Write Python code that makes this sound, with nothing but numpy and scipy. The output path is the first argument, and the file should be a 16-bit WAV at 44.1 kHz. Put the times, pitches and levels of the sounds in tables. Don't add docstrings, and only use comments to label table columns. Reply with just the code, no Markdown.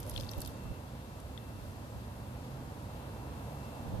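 import sys
import numpy as np
from scipy import signal
from scipy.fft import rfft, irfft
from scipy.io import wavfile

SR = 44100
rng = np.random.default_rng(int(sys.argv[2]) if len(sys.argv) > 2 else 0)


def file_out(sig):
    cols = np.atleast_2d(sig).T
    lim = np.clip(cols, -1, 1)
    pcm = np.round(lim * 32767).astype(np.int16)
    wavfile.write(sys.argv[1], SR, pcm)


N = 176400
T = np.arange(N) / SR


def from_db(db):
    return 10 ** (np.asarray(db) / 20)


def rms_one(x):
    return x / np.sqrt(np.mean(x ** 2) + 1e-20)


def in_time(rows):
    times_s, *columns = np.transpose(rows)
    return [np.interp(T, times_s, column) for column in columns]


def at_hz(points, hz):
    points_hz, values = np.transpose(points)
    return np.interp(np.log(np.maximum(hz, 1)), np.log(np.maximum(points_hz, 1)), values)


def pan(db):
    gains = from_db(np.array([[.5], [-.5]]) * db)
    return gains / np.sqrt(np.mean(gains ** 2, axis=0))


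def drift(rate_hz):
    pole = np.exp(-80 * np.pi * rate_hz / SR)
    noise = rng.standard_normal(N // 40 + 2002)
    slow = signal.lfilter([1], [1, -2 * pole, pole * pole], noise)[2000:]
    return np.interp(np.arange(N) / 40, np.arange(len(slow)), rms_one(slow))


def colour(x, spectrum):
    return irfft(rfft(x) * from_db(at_hz(spectrum, np.fft.rfftfreq(N, 1 / SR))), N)


def tone(hz):
    return np.sqrt(2) * np.sin(2 * np.pi * np.cumsum(hz) / SR)


# f/Hz, correlation before clipping
AIR_LIKENESS = [(30, 5), (80, 2), (150, 1.5), (300, 0.7), (600, 0.83), (1000, .5), (1600, 0.24),
                (3000, 0.24), (6000, -0.08), (14000, 0)]
# f/Hz, left minus right/dB
AIR_PAN = [(60, -2), (130, -2), (290, -2), (640, -2.5), (1410, 0), (3100, 6), (6820, 0), (15000, -0.5)]
LEFT_LEAD_S = .00022


def diffuse_noise(spectrum, swell_db):
    hz = np.fft.rfftfreq(N, 1 / SR)
    mid, side = rfft(rng.standard_normal((2, N)))
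    correlation = np.clip(at_hz(AIR_LIKENESS, hz), -.99, .99)
    stereo = np.sqrt(1 + correlation) * mid + np.sqrt(1 - correlation) * side * [[1], [-1]]
    stereo *= pan(at_hz(AIR_PAN, hz)) * from_db(at_hz(spectrum, hz))
    stereo[1] *= np.exp(-2j * np.pi * hz * LEFT_LEAD_S)
    octave = np.floor(np.log2(np.maximum(hz, 1)))
    bands = (irfft(stereo * (octave == k), N) for k in range(4, 15))
    return rms_one(sum(band * from_db(swell_db * drift(4.3)) for band in bands))


# t/s, tick level/dB, bubble f/Hz, bubble level/dB, decay time/cycles
DROP_IMPACTS = [(.002, -26.5, 12000, -35, 5.9), (0.03, -32, 6400, -45, 3), (.076, -38, 11000, -44, 4),
                (0.096, -31, 8000, -40, 2.7), (0.0962, -25.5, 11200, -27.5, 5.3),
                (.109, -34, 13000, -36, 8), (.115, -41, 5040, -41, 5), (0.153, -43, 4180, -42, 4),
                (.157, -33, 9000, -47, 4), (0.1623, -30, 3350, -27, 3.6), (0.177, -26, 4220, -26, 3.6),
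                (0.1789, -40, 2770, -31.5, 2.8), (0.199, -28, 4700, -35, 2.8), (0.209, -39, 3550, -36, 3.5),
                (.2088, -37, 12300, -39, 6), (.209, -35, 4800, -32, 3.9), (.2346, -44, 3470, -39, 2.3),
                (.266, -50, 3660, -44, 3), (.2886, -56, 4550, -39, 7.3), (0.2919, -33, 4350, -27.5, 3.5),
                (.3122, -33, 12030, -38, 9), (0.3156, -39, 5520, -32.5, 4.7), (.336, -34, 3200, -26, 0.77),
                (.3807, -34, 12900, -35, 4.4), (.4046, -29.5, 8200, -38, 3), (.4049, -37, 10800, -30, 7),
                (0.417, -28, 8140, -33, 3), (.4165, -27, 12300, -29, 4.6), (0.4197, -40, 4420, -36.5, 7.4),
                (.4494, -30, 6800, -36, 2.5), (.4495, -43, 4200, -35, 2.5), (.46, -30, 10540, -32, 3.5),
                (0.4605, -30, 4260, -37, 3.3), (.4745, -28, 12800, -38, 4), (0.477, -41, 3620, -44, 5),
                (.4955, -42, 12800, -43, 4), (1.2018, -37, 8300, -41, 2.7), (1.3767, -54, 3460, -34, 3.3),
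                (1.377, -54, 1940, -44, 2.5)]
# f/Hz, left minus right/dB
BUBBLE_BALANCE = [(2700, 28), (4500, 30), (7000, 18), (11000, -16), (14000, -5)]
TICK_ATTACK_S, TICK_DECAY_S, TICK_SKIRT_DB_PER_OCT = .00008, .00048, 11
SPRAY_LENGTH_S, SPRAY_DB = .0054, -12
BUBBLE_ATTACK_S, BUBBLE_RISE_PER_DECAY = .00012, .0074


def drops():
    size = 2048
    t = np.arange(size) / SR
    ticks, bubbles = np.zeros((2, 2, N + size))
    spray = from_db(SPRAY_DB) * np.exp(-(t / SPRAY_LENGTH_S) ** 4)
    tick_envelope = (np.exp(-t / TICK_DECAY_S) + spray) * (1 - np.exp(-t / TICK_ATTACK_S))
    bubble_attack = 1 - np.exp(-t / BUBBLE_ATTACK_S)
    band_hz = np.maximum(np.fft.rfftfreq(2 * size, 1 / SR), 1)
    for start_s, tick_db, bubble_hz, bubble_db, decay_cycles in DROP_IMPACTS:
        i = int(start_s * SR)
        burst = tick_envelope * rng.choice([-1, 1], (2, size))
        band_gain = from_db(tick_db - TICK_SKIRT_DB_PER_OCT * np.abs(np.log2(band_hz / bubble_hz)))
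        ticks[:, i:i + size] += irfft(rfft(burst, 2 * size) * band_gain)[:, :size]
        decays = t * bubble_hz / decay_cycles
        rising_hz = bubble_hz * (1 + BUBBLE_RISE_PER_DECAY * decays)
        ring = np.sin(2 * np.pi * np.cumsum(rising_hz) / SR) * np.exp(-decays) * bubble_attack
        bubbles[:, i:i + size] += from_db(bubble_db) * ring * pan(at_hz(BUBBLE_BALANCE, bubble_hz))
    return ticks[:, :N], bubbles[:, :N]


# t/s, relative level/dB
SPRINKLE_FLOW = [(0, -3.5), (.2, 1), (.27, -5), (.46, 0.5), (.56, -14), (.75, -69)]
MIST_PER_S, MIST_DB, MIST_SPREAD_DB = 1400, -53.5, 4


def mist():
    flow_db, = in_time(SPRINKLE_FLOW)
    sizes = from_db(MIST_SPREAD_DB * np.minimum(rng.exponential(1, N), 4))
    hits = sizes * (rng.random(N) < MIST_PER_S / SR)
    power = signal.fftconvolve(hits ** 2, np.exp(-2 * T[:256] / TICK_DECAY_S))[:N]
    patter = rng.standard_normal((2, N)) * np.sqrt(np.abs(power))
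    return from_db(MIST_DB + flow_db) * patter


def bank_scatter(direct, level_db=-7.5, decay_s=.0049):
    t = T[:8192]
    tail = rng.standard_normal((2, len(t))) * np.exp(-t / decay_s)
    tail /= np.sqrt(np.sum(tail ** 2, axis=1, keepdims=True))
    return from_db(level_db) * signal.fftconvolve(direct, tail, axes=1)[:, :N]


# f/Hz, gain/dB
TICK_EQ_LEFT = [(1500, -26), (3000, -1), (5000, 2.5), (8000, -7), (11000, -7), (15000, -8)]
TICK_EQ_RIGHT = [(1500, -14), (3000, -3), (5000, -9), (8000, -6), (11000, 1), (15000, -5.5)]


def sprinkle():
    ticks, bubbles = drops()
    left, right = ticks + mist()
    direct = bubbles + np.array([colour(left, TICK_EQ_LEFT), colour(right, TICK_EQ_RIGHT)])
    return direct + bank_scatter(direct)


# t/s, level/dB
LAP_LEVEL = [(0, -73), (.065, -48), (.12, -60), (.21, -55.5), (.29, -65.5), (.36, -54), (.5, -77),
             (.8, -80)]
# f/Hz, relative level/dB
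LAP_SPECTRUM = [(250, -43), (450, -26), (520, 8), (610, 8.5), (720, -21), (1400, -45)]


def lapping():
    level_db, = in_time(LAP_LEVEL)
    return from_db(level_db) * diffuse_noise(LAP_SPECTRUM, swell_db=2.5)


# t/s, relative level/dB
TRAFFIC_SWELL = [(0, -48.5), (.4, -48), (1.0, -50.5), (1.6, -50), (2.2, -49.5), (2.8, -49), (3.3, -48),
                 (3.7, -48), (4, -48.5)]
# f/Hz, relative level/dB
RUMBLE_SPECTRUM = [(20, -22), (32, -25), (47, -3.5), (58, -8), (90, 0), (124, -1), (162, -8), (240, -7.5),
                   (320, -12), (400, -16.5), (530, -13), (720, -18), (950, -17.5), (1150, -21), (1600, -26),
                   (2500, -35.5), (3300, -51.5)]


def road_rumble(gain_db=4.5):
    swell_db, = in_time(TRAFFIC_SWELL)
    return from_db(gain_db + swell_db) * diffuse_noise(RUMBLE_SPECTRUM, swell_db=.11)


# t/s, level/dB
TYRE_LEVEL = [(0, -60), (1.7, -65), (2.6, -57.5), (3.3, -54), (4, -53)]
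# f/Hz, relative level/dB
TYRE_SPECTRUM = [(200, -28), (450, 1.5), (650, 2.5), (1000, 4), (1170, -23), (2000, -46)]


def tyre_roar():
    level_db, = in_time(TYRE_LEVEL)
    return from_db(level_db) * diffuse_noise(TYRE_SPECTRUM, swell_db=.11)


HUM_HZ, HUM_WANDER_HZ, HUM_DB, HUM_WAVER = 65.6, 3.19, -53, .32
MOTOR_PAN_DB = at_hz(AIR_PAN, HUM_HZ)


def idling_motor():
    hum = tone(HUM_HZ + HUM_WANDER_HZ * drift(3.13))
    waver = 1 + HUM_WAVER * drift(5.5)
    return from_db(HUM_DB) * waver * hum * pan(MOTOR_PAN_DB)


# f/Hz, relative level/dB
HISS_SPECTRUM = [(1200, -6), (2500, 2.5), (3300, 3), (4300, 1.5), (5500, -2), (7000, -3), (9800, -3),
                 (11000, -3.5), (13000, -2), (15000, -11)]


def hiss(mean_db=-59.5, swell_share=.61):
    traffic_db, = in_time(TRAFFIC_SWELL)
    level_db = mean_db + swell_share * (traffic_db - traffic_db.mean())
    return from_db(level_db) * diffuse_noise(HISS_SPECTRUM, swell_db=.55)


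# t/s, level/dB
WHINE_LEVEL = [(0, -77), (.3, -67), (.45, -69), (.52, -75), (.58, -66.5), (.77, -68), (.81, -78.5),
               (1.15, -73.5), (1.28, -80), (1.4, -69), (1.75, -76), (2.0, -78), (2.15, -74.5), (2.35, -77),
               (2.8, -80), (2.98, -70), (3.3, -71.5), (3.52, -71), (3.66, -67.5), (3.82, -69), (3.98, -81)]


def whine(pitch_hz=2687, wander_hz=1.64):
    level_db, = in_time(WHINE_LEVEL)
    return from_db(level_db) * tone(pitch_hz + wander_hz * drift(6.8)) * pan(db=7)


# peak t/s, Gaussian sigma/s, level/dB, tilt/(dB/octave)
WIND_PUFFS = [(.188, 0.055, -41.5, -2), (0.385, 0.0099, -34.5, 0), (.485, 0.048, -48, 0),
              (0.665, 0.012, -41, -2), (.716, 0.012, -37.5, -1), (1.963, 0.023, -45.5, 1.5),
              (3.87, .025, -43, 2.5), (3.938, 0.019, -36, 2.5), (3.99, 0.023, -39, 0.5)]
# f/Hz, relative level/dB
WIND_SPECTRUM = [(15, -27), (30, -5), (60, -1.5), (100, -4.5), (170, -6), (300, -21), (700, -26),
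                 (2000, -66)]
BREEZE_DB, BREEZE_SWING_DB = -59, 6.5


def wind():
    eddies = rng.standard_normal((2, N))
    breeze_gain = from_db(BREEZE_DB + BREEZE_SWING_DB * drift(1.4))
    airflow = breeze_gain * rms_one(colour(rng.standard_normal((2, N)), WIND_SPECTRUM))
    for peak_s, sigma_s, level_db, tilt_db_per_oct in WIND_PUFFS:
        tilted = [(hz, db + tilt_db_per_oct * np.log2(hz)) for hz, db in WIND_SPECTRUM]
        envelope = from_db(level_db) * np.exp(-.5 * ((T - peak_s) / sigma_s) ** 2)
        airflow += envelope * rms_one(colour(eddies, tilted))
    return airflow * pan(db=-7)


# t/s, firing f/Hz, level/dB
ENGINE_RUN_UP = [(1.6, 104, -60), (1.95, 112.3, -53), (2.25, 117.2, -52.5), (2.45, 127, -48),
                 (2.62, 131, -46.5), (2.8, 134, -62), (3.25, 137.8, -58.5), (3.5, 141.4, -50),
                 (3.75, 143, -58)]


def rising_engine(wander_hz=2.5, waver=.17, octave_db=-12.5):
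    firing_hz, level_db = in_time(ENGINE_RUN_UP)
    firing_hz += wander_hz * drift(12.2)
    envelope = from_db(level_db) * (1 + waver * drift(20))
    note = tone(firing_hz) + from_db(octave_db) * tone(2 * firing_hz)
    return envelope * note * pan(MOTOR_PAN_DB)


def scene():
    water = sprinkle()
    traffic = idling_motor() + rising_engine() + road_rumble() + tyre_roar()
    return water + traffic + wind() + whine() + hiss() + lapping()


def record(dry):
    cutoff_hz = 14800
    return signal.sosfilt(signal.ellip(12, .1, 70, cutoff_hz, fs=SR, output="sos"), dry)


dry = scene()
out = record(dry)
file_out(out)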